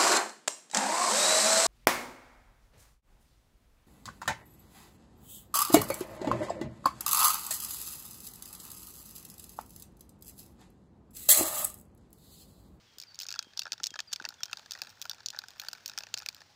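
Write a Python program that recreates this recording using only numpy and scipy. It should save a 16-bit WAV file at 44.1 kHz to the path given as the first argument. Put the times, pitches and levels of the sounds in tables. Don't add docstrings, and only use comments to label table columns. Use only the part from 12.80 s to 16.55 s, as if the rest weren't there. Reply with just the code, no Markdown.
import sys
import numpy as np
from scipy import signal
from scipy.fft import rfft, irfft
from scipy.io import wavfile
from scipy.ndimage import uniform_filter1d

SR = 44100
rng = np.random.default_rng(int(sys.argv[2]) if len(sys.argv) > 2 else 0)


def boost_factor(decibels):
    exponent = np.asarray(decibels, float) / 20
    return 10 ** exponent


def put_to_file(sound):
    columns = np.atleast_2d(sound).T
    safe = np.clip(columns, -1, 1)
    whole_steps = np.round(safe * 32767)
    wavfile.write(sys.argv[1], SR, whole_steps.astype(np.int16))


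N = 165375

# pitch_hz [Hz], level_db [dB per Hz]
AIR_COLOUR = [(35, -13.5), (90, -0.5), (400, -8), (5500, -9), (9000, -25), (13300, -33.5), (14800, -19.5),
              (16300, -35)]
# pitch_hz [Hz], level_db [dB peak]
ENGINE_ORDERS = [(79, -83), (101, -77), (121, -81), (160, -87), (200, -87)]
# settled_hz [Hz], glide_s [s], length_s [s]
SONG_NOTES = [(3200, .018, .15), (4570, .007, .062)]
# start_s [s], level_db [dB]
BIRD_CALLS = [
    (.062, -72),
    (.266, -56),
    (.565, -62),
    (.766, -53),
    (1.07, -63),
    (1.272, -56),
    (1.582, -65),
]
# start_s [s], level_db [dB]
PAINT_SLAPS = [
    (0.17, -29),
    (0.665, -25),
    (0.928, -26.5),
    (1.005, -25.5),
    (1.112, -25),
    (1.409, -20),
    (1.472, -27),
    (3.339, -25.5),
]
# time_s [s], level_db [dB]
ROLL_VIGOUR = [(0, -70), (.35, -64.5), (.5, -65), (1.25, -67), (1.9, -58.5), (2.9, -59.5), (3.62, -61),
               (3.66, -55.5)]
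# start_s [s], crack_db [dB], knock_db [dB]
BALL_STRIKES = [(0.1839, -31.5, -91), (0.2, -28.5, -83), (0.2232, -33, -65), (0.3898, -23, -61),
                (0.4007, -25, -52), (0.4117, -27, -49), (0.4145, -43, -70), (0.4182, -29.5, -69),
                (0.4319, -26.5, -47.5), (0.4387, -36, -73), (0.4662, -29, -65), (0.4859, -23, -53),
                (0.4895, -30, -44), (0.5049, -24, -53), (0.5141, -27, -39.5), (0.525, -22, -49),
                (0.54, -27, -33), (0.591, -14, -32), (0.6262, -32.5, -49.5), (0.774, -20.5, -43),
                (0.7928, -14, -46.5), (0.8184, -25, -42), (0.8327, -33.5, -80), (0.854, -31, -32.5),
                (0.8659, -35, -32), (0.92, -16.5, -36.5),
                (0.931, -20.5, -37.5), (0.9369, -43, -41.5), (0.979, -39, -47.5), (0.9998, -38.5, -36),
                (1.0336, -18.5, -63), (1.0398, -14, -66), (1.0496, -32, -77), (1.059, -24, -66),
                (1.0681, -16.5, -69), (1.105, -33.5, -76), (1.14, -31, -29.5), (1.1565, -31, -31),
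                (1.1595, -34, -36.5), (1.19, -23.5, -28.5), (1.193, -31, -35), (1.203, -19, -34),
                (1.3157, -42, -49), (1.321, -35, -43), (1.329, -21, -62), (1.332, -16, -39),
                (1.3356, -24.5, -71), (1.36, -22.5, -44.5), (1.399, -36, -34), (1.423, -35, -43),
                (1.4417, -38, -32), (1.4511, -20, -29.5),
                (1.4886, -23, -42), (1.5044, -37, -41), (1.6329, -16, -37.5), (1.645, -39, -58),
                  (1.656, -28.5, -55), (1.6595, -37, -39.5), (1.7301, -19, -29), (1.7712, -28.5, -41.5),
                  (1.794, -35, -37.5), (1.9089, -23.5, -49), (1.919, -23, -49), (1.9345, -29.5, -55),
                  (1.9505, -36.5, -34.5), (2.0178, -18, -33), (2.0706, -37, -39.5), (2.2156, -23.5, -51),
                  (2.223, -26.5, -45.5), (2.2537, -31, -28.5), (2.2957, -19, -38), (2.305, -41, -41),
                  (2.3124, -23.5, -38), (2.4044, -38.5, -42), (2.4601, -17, -80), (2.485, -21, -73),
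                  (2.503, -27.5, -63), (2.5457, -43, -33.5),
                (2.5885, -18, -35), (2.6374, -37.5, -36.5), (2.684, -32, -46), (2.7971, -23, -37),
                (2.816, -32, -47), (2.82, -52, -40), (2.8848, -21.5, -35), (2.931, -26, -37.5),
                (3.0593, -21.5, -47), (3.0784, -27, -67), (3.088, -35.5, -43), (3.0964, -27.5, -42),
                (3.1766, -19, -32.5), (3.1862, -19, -45), (3.2061, -31, -36.5), (3.223, -44, -53),
                (3.2351, -29.5, -35.5), (3.268, -35, -38), (3.3405, -15.5, -33), (3.368, -34, -43),
                (3.3748, -24, -40.5), (3.384, -27, -54), (3.3902, -30.5, -75), (3.4613, -21, -36.5),
                (3.4871, -18, -36.5), (3.5465, -35, -55)]
# start_s [s], crack_db [dB], knock_db [dB]
LIGHT_BUMPS = [(0.2148, -36, -57), (0.2353, -34, -56), (0.3444, -37.5, -71), (0.3556, -39, -71),
               (0.4216, -39, -49.5), (0.4439, -38, -68), (0.453, -39, -42), (0.5508, -36, -42.5),
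               (0.5585, -34, -33), (0.583, -49, -51), (0.6447, -46, -46.5), (0.7345, -42, -48.5),
               (0.8768, -41, -39), (0.938, -37, -53), (1.4121, -44, -42), (1.4599, -38, -32.5),
               (1.5226, -46, -43), (1.5404, -41, -49), (1.6053, -41.5, -41), (1.681, -45, -47),
               (1.6963, -44, -44), (1.7126, -39.5, -40.5), (1.722, -42, -49), (1.785, -42, -47),
               (1.8598, -38, -42.5), (1.9576, -43, -42), (1.9748, -40.5, -42), (1.9886, -39, -46),
               (1.9943, -43, -46), (2.035, -36, -44), (2.0476, -41, -43), (2.0556, -45, -53),
               (2.093, -42, -55), (2.1014, -40.5, -45), (2.2415, -44, -50), (2.2633, -41, -55),
               (2.332, -37.5, -42),
               (2.3458, -41, -52), (2.3826, -45, -53), (2.5281, -44, -41.5), (2.5343, -42, -38),
              (2.555, -42, -50), (2.563, -35, -44), (2.5711, -43, -36), (2.6175, -40, -42),
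              (2.705, -40, -45), (2.7348, -49, -46), (2.759, -51, -49), (2.767, -52, -45),
              (2.8252, -45, -47), (2.8354, -41, -42), (2.8476, -37, -40), (2.8595, -45, -55),
              (2.864, -42, -46), (2.8686, -40, -44), (2.9132, -42, -55), (2.9501, -38, -42),
              (2.9562, -51, -47), (2.974, -52, -47), (2.9815, -46, -51), (3.116, -38, -46),
              (3.1349, -37.5, -44), (3.2414, -56, -54), (3.2877, -44, -53), (3.4008, -34, -41),
              (3.4136, -43, -46), (3.4207, -35.5, -39), (3.4301, -39.5, -45), (3.5, -47, -48),
              (3.5277, -43.5, -52), (3.5648, -42, -52), (3.5806, -47, -53), (3.6055, -42, -50),
              (3.6165, -41, -42.5)]
# time_s [s], tilt_db [dB per octave over 6 kHz]
FACING_TILT = [(.2, 3), (.6, 0.5), (1.1, -5), (1.5, 3), (1.9, 2.5), (2.2, 14.5), (2.45, -4.5), (2.8, 9.5),
               (3.35, 2.5), (3.46, 6)]
# pitch_hz [Hz], level_db [dB]
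SHELL_COLOUR = [(2050, -17.5), (2700, -8.5), (4800, 2.5), (6700, -5), (8500, -19), (12500, -30.5),
                (14800, -16), (16500, -43)]
# pitch_hz [Hz], level_db [dB]
BENDING_MODES = [(2550, -9), (3650, -8.5), (4600, -5), (5400, -4.5), (6600, -9.5)]
# pitch_hz [Hz], level_db [dB]
HOLLOW_MODES = [(640, -8), (860, -3.5), (1150, -7.5), (1450, 3), (1680, 2)]
# pitch_hz [Hz], level_db [dB]
WASH_COLOUR = [(450, -9.5), (850, 11.5), (1150, -14.0), (1620, 2.5)] + SHELL_COLOUR[:5] + [(11000, -20)]

HIT_T = np.arange(int(0.04 * SR)) / SR
SNAP_S = 0.000752
CONTACT_RISE = np.minimum(HIT_T / SNAP_S, 1)


def at_hz(points, hz):
    point_hz, point_db = np.transpose(points)
    return np.interp(np.log(hz), np.log(point_hz), point_db)


def drift(rate_hz):
    knots = rng.standard_normal(1000)
    return np.interp(np.arange(N) / SR * rate_hz, np.arange(1000), knots)


def coloured(points):
    hz = np.maximum(np.arange(N // 2 + 1) * SR / N, 1)
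    x = irfft(rfft(rng.standard_normal(N)) * boost_factor(at_hz(points, hz)), N)
    return x / x.std()


def add(out, start_s, sounds):
    for start, sound in zip((np.asarray(start_s) * SR).astype(int), sounds):
        out[start:start + len(sound)] += sound


def chance(count):
    return rng.standard_normal((count, 1))


def meadow():
    t = np.arange(N) / SR
    hum = np.zeros(N)
    for hz, level_db in ENGINE_ORDERS:
        swell = boost_factor(level_db + 2.5 * drift(4.58))
        hum += swell * np.sin(2 * np.pi * (hz * t + 0.26 * drift(4)))
    return hum + boost_factor(-65 + drift(1.97)) * coloured(AIR_COLOUR)


def bird():
    out, waver = np.zeros(N + SR), drift(63)
    t = np.arange(int(0.15 * SR)) / SR
    for k, (start_s, level_db) in enumerate(BIRD_CALLS):
        settled_hz, glide_s, length_s = SONG_NOTES[k % 2]
        pitch_hz = settled_hz * (1 + 0.14 * np.exp(-t / glide_s))
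        pitch_hz = pitch_hz + 50 * waver[int(start_s * SR):][:len(t)]
        edges = np.clip(np.minimum(t, length_s - t) / 0.006, 0, 1)
        whistle = np.sin(2 * np.pi * np.cumsum(pitch_hz) / SR)
        add(out, [start_s], [boost_factor(level_db + 4 - 45 * t) * edges * whistle])
    lag = np.arange(int(0.35 * SR)) / SR
    trees = rng.standard_normal(len(lag)) * boost_factor(-40 - 60 * lag / 0.7) * (lag > 0.02)
    direct = out[:N] * boost_factor(4 * drift(180))
    return direct + signal.fftconvolve(out[:N], trees)[:N]


def paint_slaps():
    out = np.zeros(N + SR)
    push = boost_factor(1 - 60 * HIT_T / 0.0059) * np.sin(2 * np.pi * 290 * HIT_T) * np.minimum(HIT_T / 0.005, 1)
    start_s, level_db = np.transpose(PAINT_SLAPS)
    add(out, start_s + 0.00416, boost_factor(level_db)[:, None] * push)
    return signal.sosfilt(signal.butter(2, 130, "high", fs=SR, output="sos"), out[:N])


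def rolling(strike_s, knock_db):
    stir = np.zeros(N)
    stir[(strike_s * SR).astype(int)] = boost_factor(0.14 * (knock_db + 7))
    stir = signal.lfilter([1], [1, -boost_factor(-60 / 0.084 / SR)], stir)
    vigour_db = np.interp(np.arange(N) / SR, *np.transpose(ROLL_VIGOUR)) + 10 * np.log10(0.5 + stir)
    ticks_per_s = 200
    tick_s = 0.18 + np.cumsum((0.3 - 1.2 * np.log(rng.random(700))) / ticks_per_s)
    tick_s = tick_s[tick_s < 3.64]
    size, crack_luck, knock_luck = rng.random((3, len(tick_s)))
    size_db = vigour_db[(tick_s * SR).astype(int)] - 7 * np.log(size + 0.24)
    ticks = ball(tick_s, size_db + 6.5 - 8 * crack_luck, size_db + 6 - 12 * knock_luck)
    return ticks + boost_factor(vigour_db - 13 + 7.7 * drift(87)) * coloured(WASH_COLOUR)


def contact_colour(start_s, balance_db):
    count, hz = len(start_s), np.fft.rfftfreq(len(HIT_T), 1 / SR) + 1
    place = np.clip(7 * np.log2(hz / 1500), 0, 25)
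    patches = np.array([np.interp(place, np.arange(26), row) for row in rng.standard_normal((count, 26))])
    facing = np.interp(start_s, *np.transpose(FACING_TILT))[:, None] * np.log2(np.maximum(hz, 6000) / 6000)
    tilt = 0.3 * chance(count) - 0.15 * np.clip(balance_db + 11, -25, 15)
    tilt_db = tilt * np.log2(np.maximum(hz, 2000) / 4700)
    level_db = at_hz(SHELL_COLOUR, hz) + facing + 3.5 * np.minimum(patches, 1.2) + tilt_db
    return hz, boost_factor(level_db) * (hz > 700)


def snap(hz, colour):
    phase = 2 * chance(len(colour)) - 2 * np.pi * hz * SNAP_S
    pulse = irfft(colour * np.exp(1j * phase), len(HIT_T)) * boost_factor(-60 * abs(HIT_T - SNAP_S) / (8 * SNAP_S))
    return pulse / abs(pulse).max(axis=1, keepdims=True)


def shell_modes(colour, length):
    noise = rng.standard_normal((len(colour), len(HIT_T)))
    modes = irfft(colour * rfft(noise), len(HIT_T))
    decay = boost_factor(-60 * HIT_T / 0.013 / length) + boost_factor(-25.5 - 60 * HIT_T / 0.077)
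    return modes / modes.std(axis=1, keepdims=True) * decay * CONTACT_RISE


def bending(balance_db, length):
    out, count = 0, len(balance_db)
    for mode_hz, mode_db in BENDING_MODES:
        pitch_hz = mode_hz * (1 + 0.034 * chance(count))
        deep_db = np.clip(balance_db + 20, -25, 5) * max(np.log2(4600 / mode_hz), 0)
        gain = boost_factor(mode_db + deep_db + 8 * np.clip(chance(count), -2, 1))
        out = out + gain * np.sin(2 * np.pi * pitch_hz * HIT_T)
    return out * boost_factor(-60 * HIT_T / 0.014 / length) * CONTACT_RISE


def hollow_knock(knock_db):
    out, count = 0, len(knock_db)
    for mode_hz, mode_db in HOLLOW_MODES:
        pitch_hz = mode_hz * (1 + 0.055 * chance(count))
        gain = boost_factor(knock_db + 0.5 + mode_db + 5 * np.clip(chance(count), -2, 1))
        out = out + gain * np.sin(2 * np.pi * pitch_hz * HIT_T)
    swell = 1 - np.exp(-(HIT_T / 0.0022) ** 2)
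    return out * boost_factor(-60 * HIT_T / 0.015) * swell


def ball(start_s, crack_db, knock_db):
    out = np.zeros(N + SR)
    crack_db, knock_db = crack_db[:, None], knock_db[:, None]
    balance_db = knock_db - crack_db
    hz, colour = contact_colour(start_s, balance_db)
    length = boost_factor(2 * chance(len(start_s)))
    hardness = boost_factor(8 + 0.11 * (crack_db + 23.5))
    crack = hardness * snap(hz, colour) + shell_modes(colour, length) + bending(balance_db, length)
    loudest = uniform_filter1d(2 * crack ** 2, size=30, axis=1).max(axis=1, keepdims=True)
    crack = crack * boost_factor(crack_db - 3) / np.sqrt(loudest)
    add(out, start_s, crack + hollow_knock(knock_db))
    return out[:N]


def scene():
    strikes = np.transpose(BALL_STRIKES)
    bumps = np.transpose(LIGHT_BUMPS)
    contact_s, _, contact_knock_db = np.hstack([strikes, bumps])
    background = meadow() + bird()
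    paint = paint_slaps() + rolling(contact_s, contact_knock_db)
    return (background + paint + ball(*bumps) + ball(*strikes))[None]


def low_pass(x):
    return signal.sosfilt(signal.butter(12, 16800, fs=SR, output="sos"), x)


def record(dry):
    cut = signal.sosfilt(signal.cheby2(10, 60, 16800, fs=SR, output="sos"), dry)
    return low_pass(cut)


dry = scene()
out = record(dry)
put_to_file(out)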